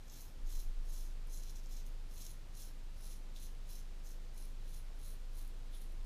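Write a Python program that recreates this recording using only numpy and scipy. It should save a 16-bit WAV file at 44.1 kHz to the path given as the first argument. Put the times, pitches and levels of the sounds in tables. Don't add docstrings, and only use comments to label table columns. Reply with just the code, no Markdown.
import sys
import numpy as np
from scipy import signal
from scipy.fft import rfft, irfft, next_fast_len
from scipy.io import wavfile
from scipy.ndimage import uniform_filter1d, map_coordinates

SR = 44100
rng = np.random.default_rng(int(sys.argv[2]) if len(sys.argv) > 2 else 0)


def persist_wave(psi):
    counts = np.round(np.clip(psi, -1, 1) * 32767).astype(np.int16)
    wavfile.write(sys.argv[1], SR, np.atleast_2d(counts).T)


def natural_amplitude(level_db):
    exponent = np.asarray(level_db, float) / 20
    return 10 ** exponent


N = 266845


def unit(x):
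    return x / np.sqrt(np.mean(x ** 2) + 1e-20)


def along(points, hz):
    point_hz, value = np.transpose(points)
    return np.interp(np.log(hz + 1), np.log(point_hz + 1), value)


def curve(points):
    point_s, value = np.transpose(points)
    return np.interp(np.arange(N) / SR, point_s, value)


def wobble(rate):
    knots = rng.standard_normal(int(N * rate / SR) + 4)
    return map_coordinates(knots, [np.arange(N) * rate / SR])


def filtered(x, response):
    m = next_fast_len(N + SR // 2)
    return irfft(rfft(x, m) * response(np.fft.rfftfreq(m, 1 / SR)), m)[..., :N]


def arch(peak_s, rise_s, fall_s):
    t = np.arange(N) / SR - np.reshape(peak_s, (-1, 1))
    return t / np.where(t < 0, np.reshape(rise_s, (-1, 1)), np.reshape(fall_s, (-1, 1)))


def pressure():
    # firmest_s, rise_s, fall_s, middle_scrape_db, lean_toward_edge_db
    strokes = [(.19, 0.17, .125, -61.5, -5), (.54, 0.1, 0.15, -59.5, -4), (.96, 0.14, 0.17, -61, -3),
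               (1.36, .11, .12, -62.5, -3), (1.48, 0.11, 0.061, -62.5, -6),
               (1.562, 0.024, 0.049, -63, -5.5), (1.65, 0.047, .06, -70.5, -7),
               (1.75, 0.097, 0.097, -62.5, -5.5), (1.867, .02, 0.037, -72.5, -1),
               (2.24, 0.16, 0.12, -59, -3.5), (2.3, .04, 0.041, -64, 4.5), (2.61, 0.083, .11, -61, 0),
               (3.11, 0.18, 0.079, -63, 0), (3.372, .045, 0.052, -68, -3),
               (3.445, 0.069, 0.05, -61.5, -2.5), (3.725, 0.076, 0.11, -62, -1.5),
               (4.09, 0.069, 0.074, -64, -4.5), (4.39, 0.066, 0.14, -65.5, 0),
               (4.75, 0.13, 0.075, -66.5, 2), (5.085, .14, 0.077, -65, 3), (5.4, 0.088, 0.083, -66, 2),
               (5.76, 0.056, 0.06, -72, 6), (5.83, .04, .06, -76, 6), (6.05, 0.011, .03, -74, 3.5)]
    # heel_db, tip_db, wrist_roll_onto_edge_db (start to end)
    grip = [(0.5, 1.5, 5), (0.5, 0, 3), (-2, -1.5, 0), (-1.5, -3, -1), (3.5, 0, -1), (1, -1, 0), (-1, 1, 0),
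            (2.5, -0.5, -2), (0, 3, 0), (0, -1, -2), (0.5, -1, 1), (-1, -2, -1), (0, -3, 0), (3, -3, 3.5),
            (-0.5, -1, -6), (-0.5, -1, 0), (-2, 0, 2), (-1, -3, 0), (-1, -2, 3), (1, -1, 3), (0, 2.5, 2),
            (-3, -2, -1), (2, 1, 0), (0, 0, 0)]
    fade_db, roundness = 26, 2.68
    catch_db, catch_per_s = 1.25, 35
    firmest_s, rise_s, fall_s, scrape_db, lean_db = np.transpose(strokes)
    place = arch(firmest_s, rise_s, fall_s)
    each_db = scrape_db[:, None] - fade_db * np.minimum(np.abs(place), 3) ** roundness
    lead = each_db.argmax(axis=0)
    lead_place = np.clip(place[lead, np.arange(N)], -1, 1)
    held = np.vstack([lean_db[lead], np.transpose(grip)[:, lead], lead_place])
    middle_db = each_db.max(axis=0) + catch_db * wobble(catch_per_s)
    return middle_db, *uniform_filter1d(held, size=400, axis=1)


def stubble(per_s, spread_db, clump_db, colour_db, slide, count):
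    chance, size, sign = rng.random((3, N))
    share = np.clip(per_s / SR * natural_amplitude(clump_db * wobble(70)), 1e-4, 1)
    force = (chance < share) * natural_amplitude(-spread_db * np.log(size + 0.076)) * np.sign(sign - 0.5)
    force /= (per_s / SR) ** 0.5
    spot = np.clip(rng.standard_normal((count, N)), -1.5, 1.5)
    rub = slide * rng.standard_normal((count, N)) * force.std()
    parts = force * natural_amplitude(colour_db * spot) + rub
    return parts / parts.std(axis=1, keepdims=True)


def ringing(x, modes, tilt_db=0):
    centre, width, db = np.transpose(modes)[:, :, None]

    def gains(f):
        damping = 1j * f * width
        return natural_amplitude(db) * (damping / (centre * centre - f * f + damping)) ** 2

    tilt = natural_amplitude(tilt_db * np.array([wobble(21.08) for _ in modes]))
    power = natural_amplitude(2 * db) * width
    drive = x * tilt / np.sqrt((power * tilt ** 2).sum(axis=0) / power.sum())
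    mean = np.mean(np.abs(gains(np.linspace(0, SR / 2, 8000)).sum(axis=0)) ** 2)
    return filtered(drive, gains).sum(axis=0) / np.sqrt(mean)


def razor():
    # start_s, middle_peak_db, edge_db, tip_db (both above the middle)
    thick_hairs = [(0.081, -52, -10, -11), (0.0983, -44.5, -18, -15), (0.1361, -49, -16, -9.5),
                   (0.4628, -54, -15, -13), (0.4878, -55, -13, -7), (0.5033, -44, -16, -10),
                   (0.5551, -47, -10, -10), (1.0056, -50, -11, -11), (1.3375, -50, -10, -12),
                   (1.4227, -50, -16, -21), (1.435, -43.5, -13, -13), (1.475, -49, -20, -16),
                   (1.4955, -42, -20, -18), (1.5577, -44.5, -19, -27), (1.5966, -51, -17, -9),
                   (1.6591, -47, -20, -17.5), (1.7113, -52, -12, -12), (1.7275, -47, -16, -11),
                   (1.7679, -47, -16, -18), (1.863, -50, -16, -13), (2.1106, -56, -8, -11),
                   (2.1814, -45, -9, -5), (2.2267, -43, -15, -15), (2.265, -37, -15, -16),
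                   (2.551, -49, -11, -13), (2.575, -50, -5, -7), (2.6309, -50, -9, -10),
                   (3.1315, -48, -14, -15), (3.3608, -49, -13, -15), (4.07, -47, -16, -18)]
    # start_s, peak_db, tip_db (above the edge)
    fine_hairs = [(0.8969, -49, 0), (0.9354, -50, 0), (1.272, -50, 0), (1.3019, -54, 0), (1.3583, -48, 2),
                  (1.4351, -49, 0), (1.505, -49, 0), (2.142, -45, -2), (2.1584, -49, 0), (2.1919, -43, 0),
                  (2.2932, -41, 2), (2.655, -47, 2), (3.0106, -49, -2), (3.0345, -51, 4), (3.0774, -52, 0),
                  (3.3654, -51, 0), (3.4024, -51, 0), (3.4321, -47, -3), (3.4464, -49, 0), (3.7085, -47, 0),
                  (3.7324, -43, 3.5), (4.3794, -45, -3), (4.455, -47, 0), (4.7481, -49, 0),
                  (5.0814, -44, 0), (5.3832, -54, 2), (5.4274, -51, 0), (5.4779, -47, 0), (5.7564, -49, 0),
                  (5.8391, -53, 0),
                  (5.7149, -61, 2), (5.7294, -57, 3), (5.8074, -56, 3), (5.8232, -56, 1), (5.901, -61, 3),
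                   (5.9234, -54, 3), (6.0464, -55, -1)]
    # centre_hz, width_hz, level_db
    heel_modes = [(3670, 1300, -14), (4045, 330, -8.5)]
    # centre_hz, width_hz, level_db
    middle_modes = [(5520, 360, -11), (5530, 92, -6), (5580, 1500, 5), (6260, 100, 3), (6250, 1700, 8.5),
                    (6550, 130, 3), (7120, 780, -6)]
    # centre_hz, width_hz, level_db
    edge_modes = [(9600, 1330, -7.5), (10170, 1020, -2.5), (10600, 2100, -6.5)]
    # centre_hz, width_hz, level_db
    tip_modes = [(12900, 1500, 9), (13800, 1200, -5), (14700, 1300, -8.5)]

    middle_db, lean_db, heel_db, tip_db, roll_db, place = pressure()
    parts_db = [-6.5 + heel_db + 0.65 * lean_db,
                0 * place - 1.6,
                lean_db - 1.1 + roll_db * place,
                -3 + tip_db + 0.53 * lean_db + 0.7 * roll_db * place]
    level = natural_amplitude(middle_db + np.array(parts_db))
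    level[0] *= np.clip(level[0] / natural_amplitude(-76), 0.4, 1.3) ** 0.5
    hairs = np.clip(750 * natural_amplitude(0.6 * (middle_db + 63.0)), 250, 3000)
    force = level * stubble(hairs, spread_db=2.5, clump_db=3.5, colour_db=3.5, slide=0.61, count=4)

    tear_s, tear_db = 0.003, -6
    snap_db = (0, 9, 7, 5)
    for (start_s, db, edge, tip), jerks in zip(thick_hairs, rng.random((len(thick_hairs), 3))):
        when = np.round((start_s + tear_s * np.cumsum(jerks) / 2) * SR).astype(int)
        force[:, when] += natural_amplitude(db + tear_db + np.add(snap_db, [0, 0, edge, tip]))[:, None]

    fine_db, fine_top_db, fine_tip_db = 7, -46, -4
    for start_s, db, tip in fine_hairs:
        edge_and_tip_db = np.array([0, tip + fine_tip_db])
        force[2:, round(start_s * SR)] += natural_amplitude(np.minimum(db, fine_top_db) + fine_db + edge_and_tip_db)

    blade = (heel_modes, middle_modes, edge_modes, tip_modes)
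    return sum(ringing(f, modes, tilt_db=4.0) for f, modes in zip(force, blade))


def tiles(x, wet_db, gap_s):
    # pitch_hz, t60_s
    decay = [(2000, 0.3), (6000, 0.26), (14000, 0.3)]
    step = SR // 8
    blocks = np.pad(x, (round(gap_s * SR), step))[:(N // step + 1) * step].reshape(-1, step)
    hz, t, z = signal.stft(rng.standard_normal((len(blocks), 3 * step)), SR, nperseg=256)
    dying = z * natural_amplitude(-60 * t / along(decay, hz)[:, None])
    tails = signal.istft(dying, SR, nperseg=256)[1][:, :3 * step]
    tails = tails / np.linalg.norm(tails, axis=1, keepdims=True)
    wet = signal.fftconvolve(blocks, tails, axes=1)
    when = step * np.arange(len(blocks))[:, None] + np.arange(wet.shape[1])
    return natural_amplitude(wet_db) * np.bincount(when.ravel(), wet.ravel())[:N]


def hum():
    # start_s, upper_tone_db
    load = [(0.0, -48.5), (0.05, -50.5), (0.25, -46.5), (0.34, -54.5), (0.44, -38.5), (0.64, -38),
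            (1.51, -43), (1.82, -41.5), (2.39, -45.5), (2.78, -45), (2.85, -42.5), (2.93, -44.5),
            (5.44, -42), (5.51, -43.5), (5.98, -41.5), (6.05, -40)]
    # start_s, pitch_hz
    pitch = [(0, 25.85), (1.9, 25.95), (2.1, 25.3), (3.5, 25.5), (6.05, 25.72)]
    lower_hz = 17.02
    upper_lead_s, lower_lead_s = 0.015, 0.027
    upper_hz = curve(pitch)
    upper = np.sin(2 * np.pi * (np.cumsum(upper_hz) / SR + upper_hz[0] * upper_lead_s))
    upper_level = natural_amplitude(curve(load) + 0.7 * wobble(6.5))
    lower = np.sin(2 * np.pi * lower_hz * (np.arange(N) / SR + lower_lead_s))
    surge_place = arch(peak_s=0.61, rise_s=0.16, fall_s=0.23)[0]
    surge = natural_amplitude(-41 - 6.6 * np.minimum(surge_place ** 2, 30))
    idle = natural_amplitude(-81 + 4.5 * wobble(6.2))
    return np.sqrt(2) * (upper_level * upper + (idle + surge) * lower)


def room():
    # pitch_hz, level_db (per Hz)
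    spectrum = [(8, -27.5), (30, 0), (60, -3.5), (120, -11.5), (200, -16.5), (500, -23.5), (1000, -27.5),
                (2000, -30.5), (4000, -31.5), (8000, -38), (15500, -46), (21000, -35)]
    # pitch_hz, width_hz, level_db
    fuzzy_tones = [(121.3, 14, -76.5), (503.5, 42, -81)]
    noise = unit(filtered(rng.standard_normal(N), lambda hz: natural_amplitude(along(spectrum, hz))))
    bands = sum(natural_amplitude(db) * ringing(rng.standard_normal(N), [(hz, width, 0)]) for hz, width, db in fuzzy_tones)
    return natural_amplitude(-60 + 2.5 + 0.033 * wobble(4.1)) * noise + bands


def lather():
    # peak_s, rise_s, level_db
    landings = [
        (3.364, .008, -63),
        (3.425, .03, -75),
        (5.752, .045, -66),
    ]
    # centre_hz, width_hz, level_db
    foam = [(3600, 1500, 0)]
    bursts = stubble(per_s=1400, spread_db=7.0, clump_db=1.0, colour_db=-6.0, slide=0.34, count=1)[0]
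    peak_s, rise_s, db = np.transpose(landings)
    place = arch(peak_s, rise_s, fall_s=0.065)
    swell = natural_amplitude(db[:, None] - 17 * np.minimum(np.abs(place), 6)).sum(axis=0)
    force = swell * bursts
    force[round(3.3622 * SR)] += natural_amplitude(-35.5)
    return ringing(force, foam)


def scene():
    shave = razor() + lather()
    echo = tiles(shave, wet_db=-5.5, gap_s=0.004)
    return (shave + echo + hum() + room())[None]


def band_limit(x):
    return signal.sosfilt(signal.butter(12, 15640, fs=SR, output="sos"), x)


def record(dry):
    top_hz = 15330
    mix = filtered(dry, lambda hz: hz < top_hz)
    return band_limit(mix)


dry = scene()
out = record(dry)
persist_wave(out)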